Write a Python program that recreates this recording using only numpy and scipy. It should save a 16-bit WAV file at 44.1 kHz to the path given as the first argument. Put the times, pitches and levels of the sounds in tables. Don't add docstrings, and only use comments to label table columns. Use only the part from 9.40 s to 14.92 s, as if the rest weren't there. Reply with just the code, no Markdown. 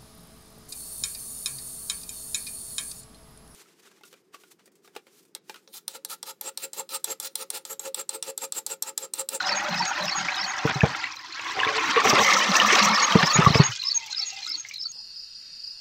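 import sys
import numpy as np
from scipy import signal
from scipy.fft import rfft, irfft, next_fast_len
from scipy.io import wavfile
from scipy.ndimage import uniform_filter1d

SR = 44100
rng = np.random.default_rng(int(sys.argv[2]) if len(sys.argv) > 2 else 0)


def pcm_store(signal):
    levels = np.round(np.clip(np.atleast_2d(signal), -1, 1) * 32767)
    wavfile.write(sys.argv[1], SR, levels.astype(np.int16).T)


N = 243387
TIME = np.arange(N) / SR
SIZE = next_fast_len(N, real=True)
BINS = np.fft.rfftfreq(SIZE, 1 / SR)

# start_s, level_db
FLOW = [(0, -26.5), (1.15, -29.5), (1.45, -29.5), (1.66, -34), (1.8, -43.5), (1.96, -39), (2.06, -31),
        (2.2, -30), (2.5, -21), (2.55, -25.5), (2.58, -26), (2.635, -21), (2.66, -18), (2.92, -17),
        (3.02, -21.5), (3.15, -19), (3.38, -17), (3.54, -21), (4.22, -24), (4.29, -32), (4.34, -43.5),
        (4.55, -48), (4.98, -43.5), (5.3, -54), (5.52, -70)]
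# start_s, opening (0 seated, 1 tilted ajar, 2 eased off the rim, 3 pulled away)
GATE = [(0, 1), (1.5, 1), (1.72, 2), (2.45, 2), (2.62, 3), (4.2, 3), (4.29, 2), (4.33, 0), (5.52, 0)]
# pitch_hz (roughly, each knock shifts it), level_db, t60_s (time to fall 60 dB)
RIM = [(293.6, 0.5, 0.044), (437, -1, 0.074), (640, -6.5, 0.039), (980, -7, 0.034)]


def amp(db):
    return 10 ** (np.asarray(db) / 20)


def unit(x):
    return x / np.sqrt(np.mean(x ** 2) + 1e-20)


def curve(rows, axis=1):
    rows = np.asarray(rows, float)
    return np.interp(TIME, rows[:, 0], rows[:, axis])


def add(mix, s, sound):
    at = round(s * SR)
    sound = sound[max(-at, 0):]
    part = mix[max(at, 0):][:len(sound)]
    part += sound[:len(part)]


def band(x, low_hz, high_hz, order=2):
    edges = [low_hz, min(high_hz, .47 * SR)]
    return signal.sosfilt(signal.butter(order, edges, "band", fs=SR, output="sos"), x)


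def coloured(x, points, modes=(), size=2400):
    hz, db = np.transpose(points)
    ringing = sum(amp(peak_db) ** 2 / (1 + (2 * (BINS - centre) / width) ** 2)
                  for centre, width, peak_db in modes)
    z = rfft(x, SIZE) * np.sqrt(1 + ringing)
    z /= np.sqrt(abs(uniform_filter1d(abs(z) ** 2, size)) + 1e-12)
    return irfft(z * amp(np.interp(np.log(BINS + 1), np.log(hz), db)))[:N]


def wander(rate_hz):
    knots = rng.standard_normal(2000)
    path = np.interp(TIME * 2 * rate_hz, np.arange(len(knots)), knots)
    return np.clip(unit(path), -2, 2)


def patchy(x, db, rate_hz, count=6):
    z = rfft(x, SIZE)
    place = np.interp(np.log(BINS + 1), np.log([2000, 12000]), [0, count - 1])
    out = np.zeros(N)
    for k in range(count):
        slice_of_sound = irfft(z * np.maximum(1 - abs(place - k), 0))[:N]
        out += slice_of_sound * amp(db * wander(rate_hz))
    return out


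def impacts(per_s, spread_db):
    size = amp(spread_db * np.minimum(rng.exponential(1, N), 4))
    return size * rng.choice([-1, 1], N) * (rng.random(N) < per_s / SR)


def babble(spread_db=4.0, cycles=3.03, glide=0.022, count=14000):
    when, pitch, loud, ring, rise = rng.random((count, 5)).T
    hz = 260 * 28 ** (pitch ** .65)
    decay = np.minimum(cycles * (.5 + ring) / hz, .006)
    size = np.sqrt(hz) * amp(spread_db * np.minimum(-np.log(loud), 4))
    length = (6 * decay * SR).astype(int)
    k = np.repeat(np.arange(count), length)
    age = np.arange(len(k)) - (np.cumsum(length) - length)[k]
    u = age / (decay * SR)[k]
    tone = np.sin(2 * np.pi * hz[k] * age / SR * (1 + glide * rise[k] * u / 2))
    rings = size[k] * u * np.exp(-u) * tone
    return unit(np.bincount((when * N).astype(int)[k] + age, rings, N)[:N])


def water(level_db=-3, gurgle_db=0.0, seep_wash_db=-9, spill_wash_db=-9, swirl_wash_db=-9, gush_wash_db=-10,
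          fizz_db=-14.0, surge_db=1.32, crackle_db=8, burst_db=7):
    # pitch_hz, level_db
    seep, spill = [(40, -56), (300, -33), (560, -15), (850, -12.5), (1150, -6.5), (1600, -11), (2000, -3),
                   (2700, 0.5), (4300, 2), (6600, -0.5), (7600, -9), (9500, -33), (12000, -51)], [(35, -84), (60, -22.5), (177, -20), (330, -11), (499, -27), (579, -5),
                                 (658, -14), (813, 3), (1170, -3.5), (1300, -1.5), (1900, -2), (3820, -14),
                                 (4160, -15), (5710, -16), (6770, -20), (9500, -44), (12400, -74),
                                 (20900, -120)]
    swirl, gush = [(40, -46.5), (100, -10.5), (200, -23), (330, -10), (520, -43), (780, -5.5), (1060, -1),
                   (1500, -3), (2000, -2.5), (3500, -7.5), (6000, -19.5), (7200, -22), (9000, -40),
                   (11000, -48.5)], [(35, -65), (60, -29.5), (140, -30.5), (197, -2), (288, -11.5), (341, -14),
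                                  (431, -20.5), (521, -6), (672, -10), (1170, 2.5), (1540, -7.5),
                                  (2070, -2.5), (2350, -7), (5840, -14), (9500, -41), (12400, -46.5),
                                  (20900, -120)]
    # pitch_hz, width_hz, level_db (over the direct sound)
    seep_hollow, spill_hollow = [(900, 70, 9), (1270, 40, 6), (2020, 60, 7), (2400, 70, 5), (2690, 90, 6)], [(590, 21, 12.7), (753, 49, 14.8), (940, 76, 5),
                                                      (1376, 18, 8.4), (1574, 87, 2), (2560, 170, 24)]
    swirl_hollow, gush_hollow = [(290, 42, 11), (1055, 130, 21), (1345, 110, 13.5), (1900, 56, -2),
                                 (2590, 190, 21.5)], [(443, 9.9, 9), (1164, 180, -1), (1805, 150, 16.5),
                                                       (2265, 89, -22.5)]
    opening = np.clip(curve(GATE), 0, 3)
    gurgle = babble(spread_db=2.1, cycles=9, glide=0.022, count=3200) * amp(2 * wander(20))
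    bubbles = unit(babble() + amp(gurgle_db) * gurgle)
    wash = patchy(rng.standard_normal(N) + .7 * unit(impacts(900, 4)), 2.5, 30)
    fine_drops = band(rng.standard_normal(N) + .6 * unit(impacts(900, 4)), 4000, 10000)
    fizz = patchy(fine_drops, crackle_db, 76) * amp(fizz_db + burst_db * wander(55))
    streams = [(seep, seep_hollow, seep_wash_db), (spill, spill_hollow, spill_wash_db),
               (swirl, swirl_hollow, swirl_wash_db), (gush, gush_hollow, gush_wash_db)]
    out = np.zeros(N)
    for step, (colour, modes, wash_db) in enumerate(streams):
        stream = coloured(.5 * bubbles + amp(wash_db) * wash + fizz, colour, modes)
        stream /= band(stream, 700, 3500).std()
        out += stream * np.maximum(1 - abs(opening - step), 0)
    return out * amp(curve(FLOW) + level_db + surge_db * wander(35))


def trickle(level_db=-5, loudest_flow_db=-38):
    plinks = band(babble(spread_db=2.5, cycles=7, glide=.03, count=420), 1200, 5000)
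    return unit(plinks) * amp(np.minimum(curve(FLOW), loudest_flow_db) + level_db)


def spray(mist_db=-17.5, flicker_db=4.0, shielded_db=-5):
    # pitch_hz, level_db
    spray_colour = [(3500, -22), (5800, 18), (7000, 7), (8000, -0.5), (9300, -17), (11000, -13.5),
                    (12500, -7.5), (15500, -5.5)]
    full_flow_db = -18
    # dB at full flow (before shield and flicker), dB per dB of flow, ticks per second, spread of sizes in dB
    kinds = ((-51, 0.11, 330, 5.5), (-34, 2, 1200, 4.8))
    t = np.arange(SR // 100) / SR
    scatter = rng.standard_normal(len(t)) * np.exp(-t / 0.005)
    over_db = curve(FLOW) - full_flow_db
    out = np.zeros(N)
    for db, slope, per_s, spread_db in kinds:
        ticks = unit(signal.oaconvolve(impacts(per_s, spread_db), scatter)[:N])
        ticks = ticks + amp(mist_db) * rng.standard_normal(N)
        out += unit(coloured(ticks, spray_colour)) * amp(db + slope * over_db)
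    shield_db = shielded_db * np.maximum(1 - abs(curve(GATE) - 2), 0)
    return patchy(out, 2.5, 30) * amp(shield_db + flicker_db * wander(27))


def leak(level_db=-47, flicker_db=4.0, spits_per_s=700, spread_db=4.0):
    # pitch_hz, level_db
    leak_colour = [(1500, -31.5), (3000, -12.5), (4200, 0.5), (5200, -0.5), (6600, -13), (9000, -52)]
    pressed_db = np.interp(TIME, [5.2, 5.42], [0, -12])
    spits = unit(impacts(spits_per_s, spread_db))
    jets = unit(coloured(spits + .5 * rng.standard_normal(N), leak_colour))
    return jets * amp(level_db + pressed_db + flicker_db * wander(20))


def air(level_db=-64):
    # pitch_hz, level_db
    air_colour = [(30, -19.5), (60, -8.5), (130, 1), (220, -9.5), (330, -9), (500, -14), (1000, -18.5),
                  (4000, -8), (9000, -50.5), (15000, -40)]
    return amp(level_db) * unit(coloured(rng.standard_normal(N), air_colour))


def note(length, first_hz, held_hz, last_hz, crescendo=1.2, quaver=.008):
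    hook_s = .004
    t = np.arange(int(length * SR)) / SR
    turn = length - hook_s
    waver = np.interp(t, np.arange(40) * hook_s / 2, rng.standard_normal(40))
    flick = (last_hz - held_hz) * np.clip((t - turn) / hook_s, 0, 1) ** 1.3
    glide = np.interp(t, [0, turn], [first_hz, held_hz])
    hz = (glide + flick) * (1 + quaver * waver + rng.uniform(-.014, .014))
    fade = np.sin(np.pi / 2 * np.minimum((length - t) / (.7 * hook_s), 1))
    swell = (t / length) ** abs(crescendo) * fade
    return swell / swell.max() * np.sin(2 * np.pi * np.cumsum(hz) / SR)


def glanced(x, share=0.22):
    late = np.zeros(int(rng.uniform(.002, .006) * SR))
    return np.r_[x, late] + share * np.r_[late, x]


def bird(echo_db=-33, echo_t60=0.12, uneven_db=2):
    # start_s (after the phrase starts, timing slips a little), length_s, first_hz, held_hz, last_hz, level_db
    twitter = [(0, 0.017, 4220, 4100, 4070, -6.5), (0.024, 0.0085, 4250, 4300, 3680, -3.5),
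               (0.047, 0.0042, 3720, 3970, 3850, -1), (0.053, 0.024, 5050, 5100, 4480, -6),
               (.077, .008, 5350, 5200, 4470, 0.5), (.087, 0.016, 5395, 5393, 4510, 1),
               (0.105, 0.012, 3880, 4040, 4020, -8), (0.116, 0.018, 4590, 4440, 4150, 0.5),
               (0.135, 0.0044, 4950, 4730, 4156, 0)]
    # start_s, twitter_db, whistle_db, whistle_last_hz (roughly)
    phrases = [(-.001, -21.5, -24.5, 6530), (0.298, -24.5, -30.5, 6564), (0.599, -23, -24.5, 6560),
               (0.917, -23.5, -31, 6450), (3.466, -19.5, -17, 6540), (3.778, -19.5, -14.5, 6730),
               (4.079, -17.5, -20.5, 6630), (4.39, -18, -16.5, 6460), (4.701, -20, -27.5, 6550),
               (5.019, -21.5, -31.5, 6440), (5.332, -24.5, -35, 6500)]
    slip_s, whistle_delay_s, whistle_s = .0015, .153, .037
    direct, sung = np.zeros((2, N))
    for s, twitter_db, whistle_db, end_hz in phrases:
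        for after, length, first, middle, last, db in twitter:
            gain = amp(db + rng.uniform(-uneven_db, uneven_db))
            chip = gain * glanced(note(length, first, middle, last, crescendo=0.88))
            start = s + after + rng.uniform(-slip_s, slip_s)
            add(direct, start, amp(twitter_db) * chip)
            add(sung, start, chip)
        whistle = note(whistle_s, 6670, end_hz, end_hz, crescendo=0.46, quaver=.004)
        add(direct, s + whistle_delay_s, amp(whistle_db) * whistle)
        add(sung, s + whistle_delay_s, whistle)
    t = np.arange(SR // 3) / SR
    banks = rng.standard_normal(len(t)) * amp(-60 * t / echo_t60) * (t > .004)
    echo = signal.oaconvolve(sung, banks / np.linalg.norm(banks))[:N]
    return direct + amp(echo_db) * echo


def bubble(hz, decay, octaves_per_s):
    t = np.arange(0, decay * 6, 1 / SR)
    swell = (1 - np.exp(-t / (.3 * decay))) * np.exp(-t / decay)
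    return swell / swell.max() * np.sin(2 * np.pi * np.cumsum(hz * 2 ** (octaves_per_s * t)) / SR)


def splashes(slap_db=0., bubble_db=-7.5, width=1.37):
    # start_s, level_db (before swell and filter), decay_s
    slaps = [(.09, -14, 0.0038), (.198, -20, 0.0054), (.577, -16, .004), (0.89, -18.5, .008),
             (1.273, -18, 0.0058), (1.295, -16.5, 0.0061), (1.432, -14.5, 0.0025), (1.547, -16, .005),
             (1.639, -12.5, 0.0032), (1.993, -15, 0.0035), (2.033, -26.5, .008), (2.067, -16, .003),
             (2.189, -14, 0.0078), (2.248, -14, 0.0033), (2.379, -15, .004), (2.558, -13.5, 0.019),
             (2.65, -12, 0.005), (2.672, -5.5, .003), (2.845, -13, .004), (3.033, -20, .012),
             (3.297, -13.5, 0.038), (3.381, -9.5, .012), (3.827, -1, 0.0045), (3.968, -21, 0.031),
             (4.145, -2.5, 0.0042), (4.22, -15.5, 0.01), (5.25, -32.5, 0.0027), (5.31, -45, 0.0034)]
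    # start_s, level_db (before bubble_db), pitch_hz (at the start)
    loud_bubbles = [(.004, -10.5, 1450), (.248, -16, 1240), (.398, -16.5, 879), (0.577, -15.5, 1910),
                    (.682, -13, 2680), (.749, -16, 1124), (.846, -18, 1910), (0.885, -8, 2250),
                    (.893, -15, 2530), (1.031, -23, 2030), (1.098, -17, 2020), (1.137, -16, 1960),
                    (1.275, -12.5, 1465), (1.407, -6, 2550), (1.416, -7.5, 1710), (1.295, -19, 953),
                    (1.55, -20, 1350), (1.641, -9.5, 2005), (1.845, -26, 980), (2.096, -19.5, 990),
                    (2.201, -7, 2880), (2.232, -4.5, 1660), (2.248, -8.5, 3500), (2.274, -9.5, 2300),
                    (2.575, -3, 1130), (2.595, -12, 1044), (2.644, -8.5, 1130), (2.714, -6.5, 1140),
                    (2.81, -6, 1080), (2.846, -6, 2030), (2.881, -2.5, 2070), (2.926, -3, 2110),
                    (2.966, -5, 1290), (3.154, -2.5, 2640), (3.2, 1.5, 2900), (3.247, -3.5, 1187),
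                    (3.532, -15, 1630), (3.583, -6.5, 1230), (3.629, -8, 1164), (3.696, -10.5, 1804),
                    (3.723, -5.5, 3130), (3.751, -13, 980), (4.023, -6, 1286), (4.063, 2.5, 1143),
                    (4.363, -20, 3310), (4.429, -22, 2800), (4.924, -36, 753), (4.974, -35.5, 793),
                    (5.063, -32.5, 1287), (5.249, -22, 2100), (5.299, -31, 2880), (5.311, -21, 2315),
                    (5.455, -37, 1336)]
    slap_hz = 2020
    ring_cycles, rise_octaves_per_s = 6.2, 2.1
    out, t = np.zeros(N), np.arange(SR // 6) / SR
    for s, db, decay in slaps:
        burst = unit(band(rng.standard_normal(len(t)), slap_hz / width, slap_hz * width, order=1))
        shape = (1 - np.exp(-t / 0.0023)) * np.exp(-t / decay)
        add(out, s, amp(db + slap_db) * band(burst, 330, 2600) * shape)
    for s, db, hz in loud_bubbles:
        add(out, s, amp(db + bubble_db) * bubble(hz, ring_cycles / hz, rise_octaves_per_s))
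    return out


def pipe(x, open_db=-11, shut_db=-1, t60=0.18):
    t = np.arange(SR // 3) / SR
    tail = band(rng.standard_normal(len(t)), 420, 4000) * amp(-60 * t / t60) * (t > .005)
    wet = amp(np.interp(curve(GATE), [0, 1], [shut_db, open_db]))
    return x + signal.oaconvolve(x * wet, tail / abs(rfft(tail)).max() * 2)[:N]


def glugs(level_db=0., flutter_hz=20, flutter_share=0.054, churn=0.6):
    # start_s, length_s, first_hz, last_hz, level_db
    pockets = [(0.021, 0.27, 192, 206, -51), (0.089, 0.095, 570, 595, -39), (0.242, 0.076, 606, 597, -37.5),
               (0.284, 0.067, 199, 180, -37), (0.344, 0.12, 189, 176, -39.5), (0.399, 0.024, 898, 945, -24),
               (0.582, 0.095, 594, 618, -38), (0.605, 0.11, 182, 169.5, -42), (0.769, 0.12, 179, 180, -45),
               (1.013, 0.063, 189, 188, -49), (1.865, 0.071, 350, 314, -57), (1.948, 0.3, 1100, 1020, -56),
               (2, 0.14, 322, 364, -55), (2.154, 0.054, 423, 340, -49), (2.181, 0.14, 1031, 1104, -30),
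               (2.278, 0.076, 589, 553, -40.5), (2.353, 0.066, 446, 440, -37.5),
               (2.412, 0.083, 354, 310, -46), (2.488, 0.031, 274, 269, -37.5),
               (2.563, 0.026, 466, 450, -20), (2.657, 0.055, 235, 258, -33.5),
               (2.659, 0.036, 170, 160, -44), (2.79, 0.048, 223, 205, -33.5),
               (2.797, 0.21, 2045, 2096, -28), (3.086, 0.0356, 207, 202, -27), (3.22, 0.077, 204, 214, -34),
               (3.32, 0.026, 325, 490, -26.5), (3.36, 0.02, 700, 880, -27), (3.399, 0.11, 210, 197, -31.5),
               (3.392, 0.054, 1144, 1223, -26), (3.493, 0.063, 215.4, 206, -31.5),
               (3.534, 0.12, 1170, 1117, -28.5), (3.906, 0.12, 1218, 1280, -29),
               (4.424, 0.09, 1050, 1150, -49.5), (4.541, 0.15, 934, 880, -51.5),
               (4.657, 0.086, 872, 823, -54), (4.604, 0.05, 2070, 2050, -48),
               (4.815, 0.11, 2040, 1920, -57), (4.892, 0.12, 2810, 2620, -48),
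               (5.062, 0.14, 308, 294.4, -63)]
    out = np.zeros(N)
    for s, length, first_hz, last_hz, db in pockets:
        u = np.linspace(0, 1, int(length * SR))
        slow = signal.butter(2, flutter_hz + flutter_share * first_hz, fs=SR, output="sos")
        a, b = unit(signal.sosfilt(slow, rng.standard_normal((2, SR))))[:, -len(u):]
        phase = 2 * np.pi * np.cumsum(first_hz * (last_hz / first_hz) ** u) / SR
        boom = (1 + churn * a) * np.sin(phase) + churn * b * np.cos(phase)
        shape = abs(np.sin(np.pi * u)) ** (2 / 3) * (1 - u / 2)
        add(out, s, amp(db + level_db) * unit(boom * shape))
    return out


def drops(low_hz=4500, high_hz=14000):
    # start_s, level_db (before the decay)
    ticks = [(.232, -41), (0.631, -39), (.776, -46), (.961, -42), (2.249, -42), (4.701, -48), (4.734, -52),
             (5.066, -43), (5.094, -38.5), (5.153, -63), (5.342, -38.5), (5.375, -48)]
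    decay_s = 0.0012
    out, t = np.zeros(N), np.arange(SR // 30) / SR
    for s, db in ticks:
        tick = unit(band(rng.standard_normal(len(t)), low_hz, high_hz))
        add(out, s, amp(db) * tick * np.exp(-t / decay_s))
    return out


def throb(hz, swell, sag, steep, tail_db):
    t = np.arange(SR // 4) / SR
    u = t / swell
    shape = (u * np.exp(1 - u)) ** steep + amp(tail_db) * (1 - np.exp(-u)) * np.exp(-t / 0.025)
    sagging_hz = hz * (1 + sag * (2 * np.exp(-u / 2) - 1))
    return shape * np.sin(2 * np.pi * np.cumsum(sagging_hz) / SR)


def plate(grit_db=-14.0, grit_decay=0.014, crunch_hz=640, crunch_decay=0.014):
    # start_s, level_db, pitch_hz (sags from 12 % above to 12 % below), swell_s,
    # rim_db (share of the rim's ring), crunch_db (share of crunching grit, halved below)
    knocks = [(1.247, -16, 147, 0.007, 7, -24), (1.302, -41, 140, .005, -17, -20),
              (1.352, -22, 140, 0.011, 0, -10), (1.432, -5, 143, 0.0041, -7.5, -5),
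              (2.262, -35, 126, 0.0056, 11.5, -12), (2.56, -46.5, 120, .005, 26.5, 3),
              (2.727, -23.5, 148, 0.0067, 15, 16), (3.752, -2.5, 193, 0.0047, -2, -13),
              (3.828, -16.5, 169.4, 0.0083, -2, 2), (3.951, -22, 142, 0.01, 2.5, -9),
              (3.985, -8, 170.4, 0.0063, -2, -11), (4.066, -6, 142, 0.0055, -9, -9),
              (4.102, -9.5, 158, 0.0039, -14, -19.5), (4.15, -11.5, 131, 0.0057, 2.5, -3),
              (4.194, -3.5, 149, 0.008, -3, -31), (4.283, -30.5, 121, 0.015, -9, -25)]
    grains_per_s = 1500
    out, t = np.zeros(N), np.arange(SR // 4) / SR
    for s, db, hz, swell, rim_db, crunch_db in knocks:
        ring = np.zeros(len(t))
        for f, d, t60 in RIM:
            ring += amp(d - 60 * t / t60) * np.sin(2 * np.pi * f * rng.uniform(0.88, 1.04) * t)
        grit = unit(band(rng.standard_normal(len(t)), 65, 600))
        grit = amp(grit_db) * grit * np.exp(-t / grit_decay)
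        grains = rng.standard_normal(len(t)) * (rng.random(len(t)) < grains_per_s / SR)
        crunch = unit(band(grains, crunch_hz / 1.4, crunch_hz * 1.4))
        crunch = amp(crunch_db) * crunch * np.exp(-t / crunch_decay)
        contact = (amp(rim_db) * ring + grit + .5 * crunch) * (1 - np.exp(-t / swell))
        add(out, s, amp(db) * (throb(hz, swell, sag=0.12, steep=2.77, tail_db=-17.5) + contact))
    return out


def scrapes(slips_per_s=700, spread_db=4):
    # start_s, length_s, level_db
    strokes = [(1.282, 0.046, -28.5), (1.438, 0.11, -36.5), (3.73, 0.097, -41), (3.966, 0.099, -28),
               (4.068, 0.13, -41)]
    # pitch_hz, level_db
    grind = [(40, -20.5), (130, 7), (300, -10.5), (600, -8.5), (950, -6), (1700, -5.5), (4000, -15.5),
             (7000, -42.5), (11000, -60.5)]
    out = np.zeros(N)
    rim_modes = [(hz, 50, 7) for hz, _, _ in RIM]
    grinding = coloured(impacts(slips_per_s, spread_db), grind, rim_modes)
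    for s, length, db in strokes:
        stroke = grinding[int(s * SR):][:int(length * SR)]
        add(out, s, amp(db) * unit(stroke * signal.windows.tukey(len(stroke), .5)))
    return out


def murmur(level_db=-5, drips_per_s=90, detune=0.02, eased_share=0.28, count=3):
    # pitch_hz (each copy slightly detuned), level_db, t60_s (time to fall 60 dB)
    shut_pipe = [(403, -5, 0.07), (907, -4.5, 0.099), (1010, -4.5, 0.16), (1314, 5, 0.12), (1644, 4, 0.36),
                 (2080, 13, 0.22), (2430, 12, 0.31), (2720, 15.5, 0.088), (3140, -20, 0.099)]
    out, t = np.zeros(N), np.arange(SR // 3) / SR
    for hz, db, t60 in shut_pipe * count:
        tone = np.sin(2 * np.pi * hz * (1 + detune * rng.uniform(-1.05, 1)) * t)
        ring = amp(db - 60 * t / t60) * (1 - np.exp(-t / 0.0022)) * tone
        out += signal.oaconvolve(impacts(drips_per_s / count, 4.9), ring)[:N]
    covered = np.interp(curve(GATE), np.arange(4), [1, 0, eased_share, 0])
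    return unit(out) * covered * amp(curve(FLOW) + level_db)


def heave(level_db=0., lump_db=3):
    # start_s, level_db
    heave_levels = [(2.05, -66), (2.14, -59), (2.175, -32.5), (2.24, -39.5), (2.31, -38), (2.375, -38),
                    (2.45, -50), (2.62, -40.5), (2.66, -24.5), (2.75, -29.5), (2.83, -30)]
    # pitch_hz, level_db
    heave_colour = [(40, -22), (100, -11.5), (200, -15.5), (330, -8.5), (430, -0.5), (520, -1), (780, -0.5),
                    (1100, -19.5), (2500, -63)]
    # pitch_hz, width_hz, level_db (over the direct sound)
    heave_hollow = [(340, 30, 6.5), (432, 20, 13), (765, 40, 14)]
    swell_db = np.interp(TIME, *np.transpose(heave_levels), left=-120, right=-120)
    swell = amp(swell_db + level_db + lump_db * wander(16))
    return swell * unit(coloured(impacts(500, 3), heave_colour, heave_hollow))


def scene():
    flow = water() + spray() + leak() + pipe(splashes() + trickle()) + glugs() + drops() + murmur() + heave()
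    return (flow + air() + bird() + plate() + scrapes())[None]


def record(dry):
    lean = signal.sosfilt(signal.butter(3, 55, "high", fs=SR, output="sos"), dry)
    rounded = lean / (1 + (lean / .92) ** 6) ** (1 / 6)
    edge_hz = 15700
    lowpass = signal.firwin(511, edge_hz, window=("kaiser", 9), fs=SR)
    return signal.oaconvolve(rounded, lowpass[None], "same")


dry = scene()
out = record(dry)
pcm_store(out)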